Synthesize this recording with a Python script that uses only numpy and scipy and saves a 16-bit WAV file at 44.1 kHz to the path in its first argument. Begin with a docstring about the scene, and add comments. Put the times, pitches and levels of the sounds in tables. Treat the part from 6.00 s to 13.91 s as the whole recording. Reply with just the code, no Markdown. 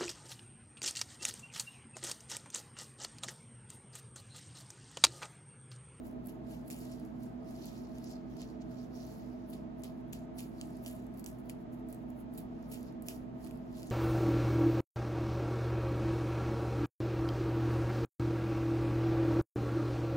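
"""Dry scalp scratching, close up

In a small room, fingernails scratch and pick at a dry scalp through thick hair while a gloved hand parts it,
close to a pair of spaced microphones, the left one nearer. Strokes are coloured noise made of random hair slips;
picks are clicks with a short crackle. Sparse wall reflections follow. Behind, motors hum as steady harmonics,
and a fan's rush of air, filtered noise, rings in the room's low resonances."""
import sys
import numpy as np
from scipy import signal
from scipy.fft import rfft, irfft, next_fast_len
from scipy.io import wavfile
from scipy.ndimage import uniform_filter1d

SR = 44100
rng = np.random.default_rng(int(sys.argv[2]) if len(sys.argv) > 2 else 0)


def wrap_up_sound(samples):
    """Save the sound to the file named by the first command line argument, as 16-bit audio."""
    columns = np.atleast_2d(samples).T
    # keep every value between -1 and 1, then stretch to whole-number steps
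    tamed = np.clip(columns, -1, 1)
    steps = np.round(tamed * 32767).astype(np.int16)
    wavfile.write(sys.argv[1], SR, steps)


N = 348831  # samples

# Noise colours of hair tips, of the hair, of the skin and of the head's low resonance:
# frequency_hz, level_db (relative, per Hz)
WISP_COLOUR = [(5000, -23), (8500, -21.5), (10500, 0), (12500, -2.5), (14500, 3), (16000, -0.5)]
RUSTLE_COLOUR = [(1500, -13), (2800, 0), (4000, -7.5), (5500, -9), (7000, 1.5), (8500, 3), (10500, -1),
                 (12500, 0), (16000, -4.5)]
RUB_COLOUR = [(1500, -21.5), (2600, -5), (3500, -1.5), (4400, 4.5), (5300, 3.5), (6300, -0.5), (8000, -8),
              (10000, -39), (16000, -15)]
KNOCK_COLOUR = [(1100, -40), (1700, -12), (2400, -1), (3200, -1), (4200, -10), (7000, -30)]


def strokes():
    """Wisp of hair tips, rustle of the hair and rub on the skin, each under its own pressure."""
    wisp_gain, rustle_gain, rub_gain, scrape_gain = pressure()
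    wisp_slips = slips(per_s=670, spread_db=3.5, t60=0.011, smooth=1.7, same=1.0)
    rustle_slips = slips(per_s=830, spread_db=5.5, t60=0.011, smooth=1.8, same=1.0)
    rub_slips = slips(per_s=920, spread_db=3.0, t60=0.004, smooth=1.0, same=0.43)
    scrape_slips = slips(per_s=400, spread_db=-1.5, t60=0.006, smooth=0.54, same=0.34)
    hair = colour(wisp_slips, WISP_COLOUR) * wisp_gain
    hair += colour(rustle_slips, RUSTLE_COLOUR) * rustle_gain
    skin = colour(rub_slips, RUB_COLOUR) * rub_gain
    skin += colour(scrape_slips, KNOCK_COLOUR) * scrape_gain
    contact = hair * pair(-0.2)[:, None] + skin * pair(-2.0)[:, None]
    return tufts(contact) + catches(rustle_gain + wisp_gain, rub_gain)


# A nail lands in the hair, then flicks across the skin:
# flick_s, wisp_db, rustle_db, rub_db, fade_s, landing_ahead_s, landing_wisp_db
SCRATCHES = [(.285, -60, -63, -69, 0.11, 0.023, -59), (0.708, -54, -51, -59.5, 0.15, 0.028, -58.5),
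             (3.531, -72, -59.5, -63, .11, 0.026, -57), (3.837, -64, -57, -60, 0.12, 0.042, -64.5),
             (4.129, -65, -54.5, -60.5, 0.13, 0.041, -78), (4.386, -56, -49.5, -58.5, 0.14, 0.011, -60),
             (4.866, -70, -52, -64.5, 0.22, 0.027, -57.5), (5.265, -59, -57.5, -67.5, 0.15, 0.076, -58),
             (5.495, -62, -57, -64, 0.076, 0.035, -67), (5.93, -68, -65, -76, 0.12, 0.028, -60),
             (6.378, -51, -55.5, -64, 0.08, 0.028, -58), (6.717, -53, -52, -59, 0.16, 0.016, -60.5),
             (7.089, -64, -50, -57, 0.14, 0.014, -54.5)]
# Fingers or glove drag slowly through the hair: peak_s, wisp_db, rustle_db, rub_db, fade_s, rise_s
DRAGS = [(0.061, -62, -65.5, -76, 0.14, 0.076), (.511, -73, -60, -65, 0.2, 0.094),
         (.595, -80, -80, -78, .08, .05), (.811, -72, -58, -63, 0.26, 0.18),
         (.925, -75, -67, -64, 0.27, .2), (1.055, -73, -72, -85, 0.087, 0.08),
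         (1.1, -80, -81, -91, 0.1, .1), (1.236, -78, -64, -71.5, 0.17, 0.13),
         (1.48, -71, -68, -70.5, 0.78, 0.092), (1.659, -76, -62, -58.5, 0.43, 0.27),
         (1.78, -103, -72, -70, 0.045, 0.25), (1.955, -72, -69, -74, 0.32, 0.078),
         (2.112, -78, -64.5, -59.5, 0.15, 0.28), (2.313, -82, -75, -69.5, 0.17, 0.09),
         (2.411, -72, -64, -57.5, 0.13, 0.12), (2.5, -81, -74, -70.5, 0.13, .1),
         (2.62, -89, -78, -60, 0.026, 0.023), (2.73, -82, -76, -71, 0.44, 0.16),
         (2.842, -73, -76, -68.5, 0.11, 0.49), (2.96, -70, -69, -61.5, 0.8, 0.08),
         (3.143, -66, -71, -88, 0.31, 0.31), (3.998, -80, -79, -87, 0.064, 0.2),
         (4.61, -79, -66, -71, 0.48, 0.2), (4.761, -93, -73, -76, 0.8, 0.46),
         (5.145, -71, -74, -85, 0.074, 0.07), (5.394, -66, -73, -84, .05, .04),
         (5.616, -75, -81, -87, 0.071, 0.22), (5.734, -65, -70, -80, 0.075, 0.032),
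         (5.8, -82, -79, -86, 0.074, .08), (6.03, -78, -83, -90, 0.092, .1),
         (6.105, -70, -77, -89, .08, .06), (6.203, -64.5, -71, -88, 0.069, .11),
         (6.66, -86, -77, -77.5, 0.18, 0.51), (6.88, -76, -74, -71.5, 0.15, 0.29),
         (7.035, -69, -76, -78, .08, .012), (7.062, -60, -63, -70, .06, .012),
         (7.15, -57, -73, -79, 0.075, .08), (7.443, -66, -63.5, -69, 0.28, 0.12),
         (7.783, -79, -62, -64.5, 1, 0.17)]
SPAN_DB = 30  # what a rise climbs over rise_s and a fade loses over fade_s
REST_DB = (-98, -93, -99)  # hands resting in the hair: wisp, rustle, rub
FLICK_RISE_S, LANDING_RISE_S, LANDING_FADE_S = 0.01, 0.046, 0.08
LANDING_RUSTLE_DB, LANDING_RUB_DB = -9.5, -13.5  # under its wisp: a landing touches hair tips first
SCRAPE_DB = -6  # a flick also sounds the head's low resonance, relative to its rub


def pressure():
    """Wisp, rustle, rub and scrape gains: every contact swells to its peak and fades; their powers add."""
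    landings = []
    for flick_s, *_, ahead_s, wisp_db in SCRATCHES:
        levels_db = (wisp_db, wisp_db + LANDING_RUSTLE_DB, wisp_db + LANDING_RUB_DB)
        landings.append((flick_s - ahead_s, *levels_db, LANDING_FADE_S, LANDING_RISE_S))
    flicks = [(*row, FLICK_RISE_S) for *row, _, _ in SCRATCHES]
    peak_s, *layers_db, fade_s, rise_s = np.transpose(DRAGS + landings + flicks)[..., None]
    is_flick = np.arange(len(peak_s))[:, None] >= len(peak_s) - len(flicks)
    layers_db.append(np.where(is_flick, layers_db[-1] + SCRAPE_DB, -np.inf))  # only flicks scrape
    t = np.arange(0, N, 32) / SR  # coarse steps, interpolated below
    shape_db = -SPAN_DB * np.maximum((peak_s - t) / rise_s, (t - peak_s) / fade_s)
    gains = []
    for layer_db, rest_db in zip(layers_db, REST_DB + (-np.inf,)):
        power = amp(2 * (layer_db + shape_db)).sum(0) + amp(2 * rest_db)
        gains.append(np.interp(np.arange(N) / SR, t, np.sqrt(power)))
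    return gains


def slips(per_s, spread_db, t60, smooth, same):
    """Many hairs slip at random: uneven short puffs over a smooth hiss; a wide contact differs by side."""
    size = amp(spread_db * np.minimum(rng.exponential(1, N), 5)) * (rng.random(N) < per_s / SR)
    envelope = evened(ringing(size, t60)) + smooth
    left, other = rng.standard_normal((2, N))
    right = same * left + np.sqrt(1 - same ** 2) * other
    return evened(envelope * np.array([left, right]))


PATCH_DB, PATCH_S, PATCH_HZ = 2, 0.027, 1200  # unevenness, and the smoothing length in time and pitch


def tufts(x):
    """Random patches of time and pitch stand out as the contact moves from tuft to tuft."""
    hz, t, z = signal.stft(x, SR, nperseg=128, noverlap=96)
    patches = rng.standard_normal((len(t), len(hz)))
    frames, bins = round(PATCH_S / (t[1] - t[0])), round(PATCH_HZ / hz[1])
    for _ in range(2):
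        patches = uniform_filter1d(patches, frames, axis=0)
        patches = uniform_filter1d(patches, bins, axis=1)
    gain = evened(amp(PATCH_DB * evened(patches.T)))
    return signal.istft(z * gain, SR, nperseg=128, noverlap=96)[1][:, :N]


# A nail catches and lets go:
# release_s, snap_db, tick_db (over the snap), knock_db (over the snap), balance_db (left minus right)
PICKS = [(0.1127, -66, -4, -16, 0), (0.0685, -58, -8, -18, 0), (0.26, -54, -19, -16, 0),
         (0.2711, -46.5, -21, -32, -1), (0.295, -55, -12, -22, 0), (0.68, -53, -19, -19, 0),
         (0.7019, -47.5, -1, -6, -10), (0.7085, -58.5, -2, 6, 4), (0.7154, -51, -7, -10, 10),
         (0.7249, -55, 0, -16, -2), (0.7448, -56, -16, -18, 0), (0.852, -58, -10, -20, 0),
         (0.92, -58, 1, -13, 0), (0.936, -63, -2, -15, 0), (0.9985, -58, -11, -23, 0),
         (1.051, -62, -2, -21, 0), (1.061, -65, -15, -25, 0), (1.5086, -60, -3, -7, 0),
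         (1.6564, -49, -17, -24, 3), (1.732, -66, -8, -16, 2), (1.778, -66, 4, -15, 0),
         (1.984, -58, 2, -13, -1), (2.0427, -52.5, -1.5, -22, -1), (2.113, -57, -6, -11, 0),
         (2.3694, -58.5, -3, -10, 1), (2.418, -56, 4, -6, -3), (2.622, -74, 9, 9, 0),
         (2.712, -66, -6, -15, -3), (3.068, -60, -8, -10, -6), (3.534, -62, -6, 2, 10),
         (3.821, -60, -8, -20, 0), (3.8363, -48, -2, -25, 8), (3.844, -51.5, -11, -6, -9),
         (4.1322, -42, -1.5, -13, 6), (4.3805, -54, -20, -25, 1), (4.395, -60.5, -6, 8, -3),
         (4.405, -47.5, -2, -4, 3), (4.6128, -54.5, 14.5, -23, -1.5), (4.769, -58, -12, -24, 1),
         (4.85, -63, 6, -1, 0), (4.862, -50, 9.5, -16, -4), (4.874, -54, 2, -12, 0),
         (4.88, -47, -15, -9, 6), (4.9118, -51, -15, -18, 0), (5.0675, -61, -8, -23, 5),
         (5.1413, -61, -10, -18, 0), (5.1737, -56, -11, -23, -1), (5.1953, -50, -12, -22, -1),
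         (5.199, -51, -10, -22, 0), (5.2428, -47.5, -4.5, -30, 7), (5.262, -44.5, -2.5, -30, -9.5),
         (5.278, -54, -15, -23, 3), (5.287, -54, -12, -23, 0), (5.301, -59, -15, -25, 0),
         (5.315, -59, -15, -25, 0), (5.329, -62, -15, -25, 0), (5.3868, -64, -10, -20, 0),
         (5.497, -42, -7, -8, 0), (5.502, -53, -3, -6, -1), (5.8871, -53, -22, -28, 0),
         (5.9272, -49.5, -15, -24, -2), (5.946, -52, -15, -19, -1), (6.1031, -60, -8, -10, 2),
         (6.3386, -58, -24, -26, 0), (6.377, -46.5, -12, -28, -2), (6.3823, -50.5, -11, -12, -6),
         (6.627, -64, -1, -15, 0), (6.7247, -55, -9, -30, -4), (6.743, -55, 4, -7, -5),
         (6.83, -56, -1.5, -23, 0), (6.925, -66.5, -4, -20, -2), (7.023, -48, -12, -32, 4),
         (7.0666, -54, -7, -21, 0), (7.0851, -35, -5.5, -11, -4), (7.0935, -54, -6, -12, 0),
         (7.108, -56, -6, -6, 0), (7.1003, -55, -3, -3, -6), (7.448, -53.5, -11, -9, 5),
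         (7.465, -65, -5, 7, -18), (7.473, -50.5, -10, -22, -5), (7.5103, -54, -9, -8, 2),
         (7.5738, -64, -13, -12, 0), (7.8312, -54.5, 6.5, -15, 1), (7.9025, -54.5, 4, -5, 0)]
# Colours of the bright snap and the nail tick: frequency_hz, level_db (relative, per Hz)
SNAP_COLOUR = [(1500, -37), (3500, -9), (6000, -28), (8000, 20.5), (9500, 10.5), (11000, 16.5),
               (13000, 12.5), (16000, 5.5)]
TICK_COLOUR = [(1200, -37), (2600, -2.5), (3800, -8.5), (4800, -4.5), (6500, -4), (8500, -2),
               (13000, -27.5)]
PICK_RISE_S, PICK_T60_S = 0.0007, 0.0041
TAIL_DB, TAIL_T60_S = (-13.5, -19, -21), 0.047  # freed hairs go on crackling after snap, tick and knock
PICK_CLICK = 2.66  # height of the release itself, over the crackle's noise


def picks():
    """Each catch is a click and a short crackle of freed hairs: bright snap, nail tick and low knock together.
    The knock spreads through the head, so each side gets its own crackle."""
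    t = np.arange(1300) / SR
    parts = np.zeros((3, 2, N + len(t)))
    crackles = rng.standard_normal((len(PICKS), 2, len(t)))
    after = np.maximum(t - PICK_RISE_S, 0)
    tails = amp(np.array(TAIL_DB)[:, None, None] - 60 * after / TAIL_T60_S)
    rise = np.minimum(t / PICK_RISE_S, 1) ** 2
    envelope = (amp(-60 * after / PICK_T60_S) + tails) * rise
    click = PICK_CLICK * (np.arange(len(t)) == round(PICK_RISE_S * SR))
    for (release_s, snap_db, tick_db, knock_db, balance_db), noise in zip(PICKS, crackles):
        one_side = noise[[0, 0]]
        sides = np.array([one_side, one_side, noise]) * envelope + click
        # the level counts over the first 1.5 ms, before colouring
        sides *= amp(snap_db) / np.sqrt(np.mean(sides[..., :66] ** 2, axis=2, keepdims=True))
        sides *= amp([0, tick_db, knock_db])[:, None, None] * pair(balance_db)[:, None]
        start = round((release_s - PICK_RISE_S) * SR)
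        parts[:, :, start:start + len(t)] += sides
    return sum(colour(part, shape) for part, shape in zip(parts, (SNAP_COLOUR, TICK_COLOUR, KNOCK_COLOUR)))


CATCHES_PER_S, CATCH_DB, CATCH_SPREAD_DB, CATCH_TICK_DB = 140, -7, 2, -7


def catches(rustle_gain, rub_gain):
    """Small catches at random, snap and tick, scaled by the stroke they ride on."""
    size = amp(CATCH_DB + CATCH_SPREAD_DB * np.minimum(rng.exponential(1, N), 3))
    size *= rng.random(N) < CATCHES_PER_S / SR
    bursts = ringing(size, PICK_T60_S) * rng.standard_normal(N)
    snaps = colour(bursts * rustle_gain, SNAP_COLOUR)
    return snaps + amp(CATCH_TICK_DB) * colour(bursts * rub_gain, TICK_COLOUR)


LEFT_LEADS_S = 7.67 / 44100


def spaced(x):
    """The head is nearer the left microphone: the right one hears it a moment later."""
    size = next_fast_len(N + 64)
    delay = np.exp(-2j * np.pi * np.fft.rfftfreq(size, 1 / SR) * LEFT_LEADS_S)
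    late = irfft(rfft(x[1], size) * delay, size)
    return np.array([x[0], late[:N]])


WALL_HZ = 3870  # reflections dull above this
WALLS_DB = -17  # gain on the reflections, applied in scene()


def walls(x):
    """Sparse reflections of random sign, different at each microphone; hair and cloth soak up the treble."""
    taps = np.zeros((2, 12000))
    at = np.arange(60, 11980, 20) + rng.integers(0, 20, (2, 596))  # one in every 20 samples
    echoes = rng.choice([-1., 1.], at.shape) * amp(-60 * at / SR / 0.19)  # 60 dB down in 0.19 s
    np.put_along_axis(taps, at, echoes, 1)
    taps /= np.linalg.norm(taps[0])
    taps = signal.lfilter([1], [1, -np.exp(-2 * np.pi * WALL_HZ / SR)], taps)
    return signal.oaconvolve(x, taps, axes=1)[:, :N]


# Motors, each a steady tone series that the room deals unevenly to the microphones:
# fundamental_hz, then a list of (multiple, left_db rms, right_db rms, left_leads_rad)
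MOTORS = [(59.36, [(1, -62, -59, .2), (3, -64, -68, 3.0), (5, -65, -82, -2.0), (7, -80, -67, -.9),
          (9, -86, -73, -.9), (10, -81, -75, -1.6), (11, -72.5, -66.5, .8), (12, -80, -80, 1.0),
          (13, -82, -73, 1.7), (14, -77, -94, -2.7), (15, -76, -80, -2.3), (17, -87, -89, -1.8),
          (19, -92, -82, -2.4), (20, -90, -96, 1.9)]), (124.63, [(1, -56.5, -61.5, .6),
          (2, -52, -47.5, -.3), (3, -77, -74, .8)]), (31.97, [(1, -86, -82, .1), (3, -79, -78, .6),
          (5, -62, -64, 0), (8, -70, -67, .5), (10, -66, -64, .6), (11, -70, -67, -2.6),
          (12, -76, -72, -3.0)]), (37.1, [(1, -78, -76, .1)]), (64.66, [(1, -81, -70, 0)])]


def motors():
    """Each motor hums as clean steady sines at multiples of its fundamental."""
    out, t = np.zeros((2, N)), np.arange(N) / SR
    for fundamental_hz, series in MOTORS:
        for multiple, left_db, right_db, lead in series:
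            phase = 2 * np.pi * (multiple * fundamental_hz * t + rng.random())
            out += np.sqrt(2) * amp([[left_db], [right_db]]) * np.sin([phase + lead, phase])
    return out


# Spectrum of the broad rush of air: frequency_hz, level_db (relative, per Hz)
AIR_COLOUR = [(14, -62), (24, -53), (36, -17.5), (84, -15), (105, -12), (148, -14), (175, -9), (250, -5),
              (490, -20), (740, -18.5), (1150, -27.5), (1700, -32), (2750, -39), (4800, -48), (8000, -57),
              (12000, -98), (16000, -86)]
# Rush at the two microphones: frequency_hz, balance_db (left minus right)
AIR_BALANCE = [(40, -7), (150, 7.5), (270, 3.5), (500, 0), (1000, 1), (2200, -2.5), (5000, 0), (12000, 7)]
# Left-right likeness of the rush: frequency_hz, likeness (-1 to 1)
AIR_LIKENESS = [(30, 1), (80, 0.45), (150, 0.91), (270, 0.11), (490, -0.75), (800, 0.98), (2000, -0.18),
                (6000, 0.5)]
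# Room resonances in the fan noise:
# centre_hz, width_hz, level_db (rms), balance_db (left minus right), likeness (left-right, held to -1 to 1)
ROOM_RESONANCES = [(53, 16, -69, -5.5, 1), (109.6, 12, -69, 0, 0.79), (128.4, 8.3, -63.5, -6, 0.97),
                   (162.2, 13, -61, -4, 1), (204, 24, -59, -4.5, 0.88), (224, 17.5, -57.5, -8, 0.96),
                   (243, 12, -56, -5, .93), (272, 80, -69.5, 12, 0.11), (298, 9.6, -69, 2, 0.95),
                   (314.6, 13, -60.5, -8, 0.88), (334.2, 16.5, -61, -9.5, 0.91),
                   (370.6, 8.1, -65.5, 2, 0.032), (386.5, 12, -68.5, -6, 0.048), (440, 17, -63, -4, 0.27),
                   (464, 50, -77, -2, -0.45), (516, 13, -72.5, 1, 0.54), (584, 33, -72, 5, 0.5),
                   (617.6, 31, -67.5, -8.5, 0.92), (636.3, 13, -65, 6, 0.62),
                   (654.6, 13.7, -65.5, -6, 0.79), (685, 40, -66, -2, -1.2), (689, 40, -70.5, -9.5, -0.46),
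                   (887.5, 31, -74, -6.5, 0.69), (928, 12, -80.5, 9.5, 0.37), (986, 23, -84, 3, 0.087),
                   (1056, 39, -80, -9.5, 0), (1246, 30, -76.5, -7, 0.7), (1312, 22, -82.5, 0, -0.19),
                   (1310, 24, -94, 9, 0.28), (1580, 7.2, -89, 5, 0.15)]
AIR_DB = -52  # rms of the rush before its left-right balance
FAN_LEADS_S = 0.00029  # the fan too is nearer the left microphone


def fan():
    """Broad rush of air and the room resonances it excites: noise shaped bin by bin for each microphone."""
    size = next_fast_len(N)
    hz = np.fft.rfftfreq(size, 1 / SR)
    a, b, c, d = rng.standard_normal((len(hz), 4)).T
    first, second = a + 1j * b, c + 1j * d
    air_power = amp(2 * read(AIR_COLOUR, hz))
    air_power *= amp(2 * AIR_DB) / air_power.sum()
    power = air_power * pair(2 * read(AIR_BALANCE, hz))
    shared = np.sqrt(power[0] * power[1]) * read(AIR_LIKENESS, hz)
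    for centre_hz, width_hz, level_db, balance_db, likeness in ROOM_RESONANCES:
        peak = 1 / (1 + (2 * (hz - centre_hz) / width_hz) ** 2) ** 2
        peak *= amp(2 * level_db) / peak.sum()
        power = power + peak * pair(2 * balance_db)[:, None]
        shared = shared + peak * np.clip(likeness, -1, 1)
    same = shared / np.sqrt(power[0] * power[1])
    right = same * first + np.sqrt(abs(1 - same ** 2)) * second
    z = np.array([first, right]) * np.sqrt(power)
    z[1] *= np.exp(-2j * np.pi * hz * FAN_LEADS_S)
    return irfft(z, size)[:, :N] * size / 2


def amp(db):
    """Amplitude factor for a level in dB."""
    return 10 ** (np.asarray(db) / 20)


def evened(x):
    """Scale to an rms of 1."""
    return x / np.sqrt(np.mean(x ** 2) + 1e-20)


def ringing(hits, t60):
    """Let each hit decay by 60 dB in t60 seconds."""
    return signal.lfilter([1], [1, -amp(-60 / (t60 * SR))], hits)


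def read(points, hz):
    """Read a table between its points, along log frequency."""
    f, value = np.transpose(points)
    return np.interp(np.log(hz + 1), np.log(f + 1), value)


def pair(balance_db):
    """Left and right gains for a level difference."""
    return amp(np.array([balance_db / 2, -balance_db / 2]))


def colour(x, points):
    """Causal minimum-phase filter of energy 1 with the given spectrum."""
    log_gain = read(points, abs(np.fft.fftfreq(1024, 1 / SR))) * np.log(10) / 20
    taps = np.fft.ifft(np.exp(np.conj(signal.hilbert(log_gain)))).real[:512]
    taps /= np.linalg.norm(taps)
    return signal.oaconvolve(np.atleast_2d(x), taps[None], axes=1)[:, :N]


def scene():
    """Hands on the head, heard directly and off the walls, over the fan and motors."""
    head = strokes() + picks()
    return spaced(head) + amp(WALLS_DB) * walls(head) + fan() + motors()


EDGE_HZ = 16400


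def record(dry):
    """The band limit: a steep low-pass at EDGE_HZ."""
    low_pass = signal.firwin(511, EDGE_HZ, window=("kaiser", 9), fs=SR)
    return signal.oaconvolve(dry, low_pass[None], "same", axes=1)


dry = scene()
out = record(dry)
wrap_up_sound(out)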